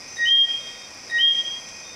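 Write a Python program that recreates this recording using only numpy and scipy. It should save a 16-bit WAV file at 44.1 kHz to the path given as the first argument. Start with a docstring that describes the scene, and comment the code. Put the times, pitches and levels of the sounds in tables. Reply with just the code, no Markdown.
"""Coqui frog in a night garden

Near the microphone a coqui calls twice: a low "co", then a whistled "qui" that slides up and holds.
Walls and foliage return echoes and a soft tail. Far off, insects hiss and trill over a faint outdoor
rumble, leaves tick, and the recorder's gain control ducks everything during each whistle."""
import sys
import numpy as np
from scipy import signal
from scipy.fft import rfft, irfft
from scipy.io import wavfile
from scipy.ndimage import uniform_filter1d

SR = 44100
rng = np.random.default_rng(int(sys.argv[2]) if len(sys.argv) > 2 else 0)


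def inscribe(sig):
    """Save sig as 16-bit PCM at rate SR to the path in sys.argv[1].

    A 1-D sig is mono; a 2-D sig holds one channel per row.
    Samples are clipped to [-1, 1] before scaling.
    """
    pcm = np.round(np.clip(np.atleast_2d(sig).T, -1, 1) * 32767)
    wavfile.write(sys.argv[1], SR, pcm.astype(np.int16))


N = 85995
TIME = np.arange(N) / SR
CO_HZ, CO_S, NOTE_GAP_S = 1885.7, .083, .0022

# The frog, near the microphone:
# (start [s], co level [dB], qui level [dB], qui top pitch [Hz], qui length [s])
CALLS = [(.167, -19.4, -12.8, 3219.5, .211), (1.097, -19.6, -12.8, 3239.2, .173)]
def frog():
    """Each call is a co followed at once by a louder qui."""
    out = np.zeros(N)
    for start, co_db, qui_db, top_hz, length_s in CALLS:
        t = TIME - start
        out += from_db(co_db) * co(t)
        out += from_db(qui_db) * qui(t - CO_S - NOTE_GAP_S, top_hz, length_s)
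    return np.sqrt(2) * out


def co(t, attack_s=.061, release_s=.053, end_rise_hz=12, end_s=.012):
    """The low note: a buzzy catch, then a swelling tone whose octave grows as the note strains."""
    hz = CO_HZ + end_rise_hz * ramp((t - CO_S + end_s / 2) / end_s) ** 2
    phase = phase_of(hz * (t > 0))
    catch = from_db(-16) * ramp(t / .002) * ramp(2 * (1 - t / .0067))
    swell = ramp((t - .0089) / attack_s) * ramp(.5 - (t - CO_S) / release_s) ** 2
    buzz = ramp(t / .004) * ramp(1 - t / .033)
    strain = np.clip(t / CO_S, 0, 1) ** 2.8 * ramp(.5 + (CO_S - t) / end_s) ** 2
    octave = from_db(-11.5) * (.41 * buzz + strain) * np.sin(2 * phase)
    fifth_harmonic = from_db(-37) * buzz * np.sin(5 * phase)
    return (catch + swell) * np.sin(phase) + octave + fifth_harmonic


def qui(t, top_hz, length_s, slide_hz=359, slide_s=.0223, waver_hz=.71, attack_s=.07, release_s=.045):
    """The whistle: starts abruptly, slides up to its top pitch while it swells, then fades."""
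    hz = top_hz - slide_hz * np.exp(-np.maximum(t, 0) / slide_s) + waver_hz * drift(30)
    phase = phase_of(hz * (t > 0))
    onset = .19 * ramp(t / .0052)
    swell = .81 * ramp(t / attack_s) ** 2
    release = ramp((length_s - t) / release_s)
    tone = np.sin(phase) + from_db(-54.5) * np.sin(3 * phase)
    return (onset + swell) * release * tone


# Echoes off the walls and plants around the microphone: (delay [s], level against the call [dB])
ECHOES = [(0.01185, -8.6), (0.01556, -13.2), (0.0245, -10.4), (0.02622, -10.8), (0.0419, -10.2),
          (0.0446, -10.8), (0.06124, -16.0), (0.08181, -13.1), (0.09668, -15.8), (0.11958, -15.1),
          (0.14131, -18.5), (0.17318, -20.7), (0.20686, -24.9), (0.23124, -28.8), (0.2519, -24.3),
          (0.31025, -33.3)]
def garden(call, tail_db=-26, t60_s=1.29, build_s=.25):
    """Walls and plants return distinct echoes; leaves scatter a diffuse tail."""
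    echoes = sum(from_db(db) * np.interp(TIME - delay, TIME, call, left=0) for delay, db in ECHOES)
    scatter = rng.standard_normal(N) * ramp(TIME / build_s) * from_db(-60 * TIME / t60_s)
    scatter /= np.sqrt(np.sum(scatter ** 2))
    return echoes + from_db(tail_db) * signal.fftconvolve(call, scatter)[:N]


# Spectrum of the insect chorus, far off: (frequency [Hz], relative density [dB])
CHORUS_SPECTRUM = [(1600, -30.5), (2100, -4), (2500, -2), (2850, -14.5), (3400, -12), (4300, -14.5),
                   (4750, -2), (5150, 0.5), (5600, -1), (6050, 1), (6350, -10), (6650, -16.5),
                   (7400, -13.5), (8800, -22), (10000, -22.5), (12500, -32), (15600, -39.5)]
# Its slow swell: (time [s], level change [dB])
CHORUS_SWELL = [(0, 1), (.25, 1), (.6, 2), (.9, 0), (1.15, 1.5), (1.5, 1), (1.75, 0.8), (1.95, -0.5)]
def insect_chorus(level_db=-43, flicker_db=.5):
    """Many distant insects merge into a hiss that swells and flickers."""
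    swell_db = np.interp(TIME, *np.transpose(CHORUS_SWELL))
    return from_db(level_db + swell_db + flicker_db * drift(40)) * coloured(CHORUS_SPECTRUM)


# Steady crickets and frogs in the distance: (pitch [Hz], width [Hz], level [dB])
STEADY_TRILLS = [(1890, 36, -53), (2160, 7.6, -67), (2190, 4, -69), (2444, 4, -55.5), (2487, 2.2, -54.5),
                 (5023, 60, -51)]
# Brief trills among them: (start [s], length [s], pitch [Hz], width [Hz], level [dB])
BRIEF_TRILLS = [(0.063, .28, 6104, 85, -43), (0.587, 0.276, 3670, 39, -51), (.8, .17, 3670, 12, -58),
                (1.32, .4, 6060, 79, -45), (1.682, 0.27, 6173, 25, -50), (1.758, .25, 5990, 66, -45),
                (1.83, .2, 3640, 8.3, -51)]
def far_callers(attack_s=.031, release_s=.035):
    """Single callers stand out of the chorus, some throughout, some for a moment."""
    out = sum(from_db(db) * trill(hz, width_hz) for hz, width_hz, db in STEADY_TRILLS)
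    for start, length_s, hz, width_hz, db in BRIEF_TRILLS:
        envelope = ramp((TIME - start) / attack_s) * ramp((start + length_s - TIME) / release_s)
        out += from_db(db) * envelope * trill(hz, width_hz)
    return out


def trill(hz, width_hz):
    """One far caller: a steady tone blurred by distance into a narrow, fluttering band."""
    phase = 2 * np.pi * hz * TIME
    return rms_one((1 + drift(width_hz)) * np.sin(phase) + drift(width_hz) * np.cos(phase))


# Faint ticks in the garden's foliage: (time [s], level [dB])
LEAF_TICKS = [(0.906, -44), (1.595, -52), (1.688, -37.5)]
# Their spectrum at the microphone: (frequency [Hz], relative density [dB])
TICK_SPECTRUM = [(1500, -4), (3000, 4), (4500, -2), (8500, -2), (12000, -25)]
def leaf_ticks(decay_s=.005):
    """Short puffs of noise from the leaves."""
    envelope = sum(from_db(db) * (TIME > start) * np.exp(-np.abs(TIME - start) / decay_s)
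                   for start, db in LEAF_TICKS)
    return envelope * coloured(TICK_SPECTRUM)


# Outdoor ambience all around the microphone: (frequency [Hz], relative density [dB])
AIR_SPECTRUM = [(15, -28.5), (25, -9), (70, -10.5), (92, -5), (125, -8), (223, -4), (429, -7.5), (494, -3),
                (1700, -10), (2210, -49), (3740, -120)]
def night_air(level_db=-48):
    """The faint, steady rumble of the open air."""
    return from_db(level_db) * coloured(AIR_SPECTRUM)


def treble_ticking(per_s=250, level_db=-69, spread_db=4, ring_hz=9600, width_hz=4500):
    """Faint, tiny random clicks, ringing briefly in the high treble."""
    clicks = (rng.random(N) < per_s / SR) * from_db(spread_db * rng.standard_normal(N))
    radius = np.exp(-np.pi * width_hz / SR)
    resonator = [1, 0, -1], [1, -2 * radius * np.cos(2 * np.pi * ring_hz / SR), radius ** 2]
    ringing = signal.lfilter(*resonator, signal.lfilter(*resonator, clicks + 1e-18))
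    return from_db(level_db) * rms_one(ringing)


def from_db(db):
    """Decibels to gain."""
    return 10 ** (np.asarray(db) / 20)


def rms_one(x):
    """Scale to rms 1."""
    return x / np.sqrt(np.mean(x ** 2) + 1e-20)


def ramp(u):
    """Quarter-sine rise from 0 to 1."""
    return np.sin(np.pi / 2 * np.clip(u, 0, 1))


def phase_of(hz):
    """Running phase of a changing pitch."""
    return 2 * np.pi * np.cumsum(hz) / SR


def drift(rate_hz):
    """Random wander, mostly slower than rate_hz, rms 1."""
    f = np.arange(N + 1) * SR / (2 * N)
    spectrum = rfft(rng.standard_normal(2 * N)) / (1 + (f / rate_hz) ** 2)
    return rms_one(irfft(spectrum)[:N])


def coloured(points):
    """Noise of rms 1 shaped by (frequency [Hz], level [dB]) points, rolling off beyond them."""
    hz, db = np.transpose(points)
    f = np.arange(N // 2 + 1) * SR / N + 1
    shape = from_db(np.interp(np.log(f), np.log(hz), db))
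    rolloff = np.minimum(f / hz[0], 1) ** 2 * np.minimum(hz[-1] / f, 1) ** 10
    return rms_one(irfft(rfft(rng.standard_normal(N)) * shape * rolloff, N))


def scene():
    """One microphone in the garden: the frog in front, insects and night air behind."""
    call = frog()
    mix = call + garden(call) + insect_chorus() + far_callers() + leaf_ticks()
    return (mix + night_air() + treble_ticking())[None]


def record(dry, threshold_db=-19, slope=.63, attack_s=.0055, recover_db_per_s=115.5, cutoff_hz=15700):
    """The recorder's gain control turns loud notes down and recovers quickly; the top treble is cut."""
    level_db = 10 * np.log10(np.maximum(uniform_filter1d(dry[0] ** 2, size=128), 1e-12))
    wanted_cut_db = slope * np.maximum(level_db - threshold_db, 0)
    recovery_db = recover_db_per_s * TIME
    held_cut_db = np.maximum.accumulate(wanted_cut_db + recovery_db) - recovery_db
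    pole = np.exp(-1 / (attack_s * SR))
    cut_db = signal.lfilter([1 - pole], [1, -pole], held_cut_db)
    lowpass = signal.ellip(12, .1, 80, cutoff_hz, fs=SR, output="sos")
    return signal.sosfilt(lowpass, dry * from_db(-cut_db))


dry = scene()
out = record(dry)
inscribe(out)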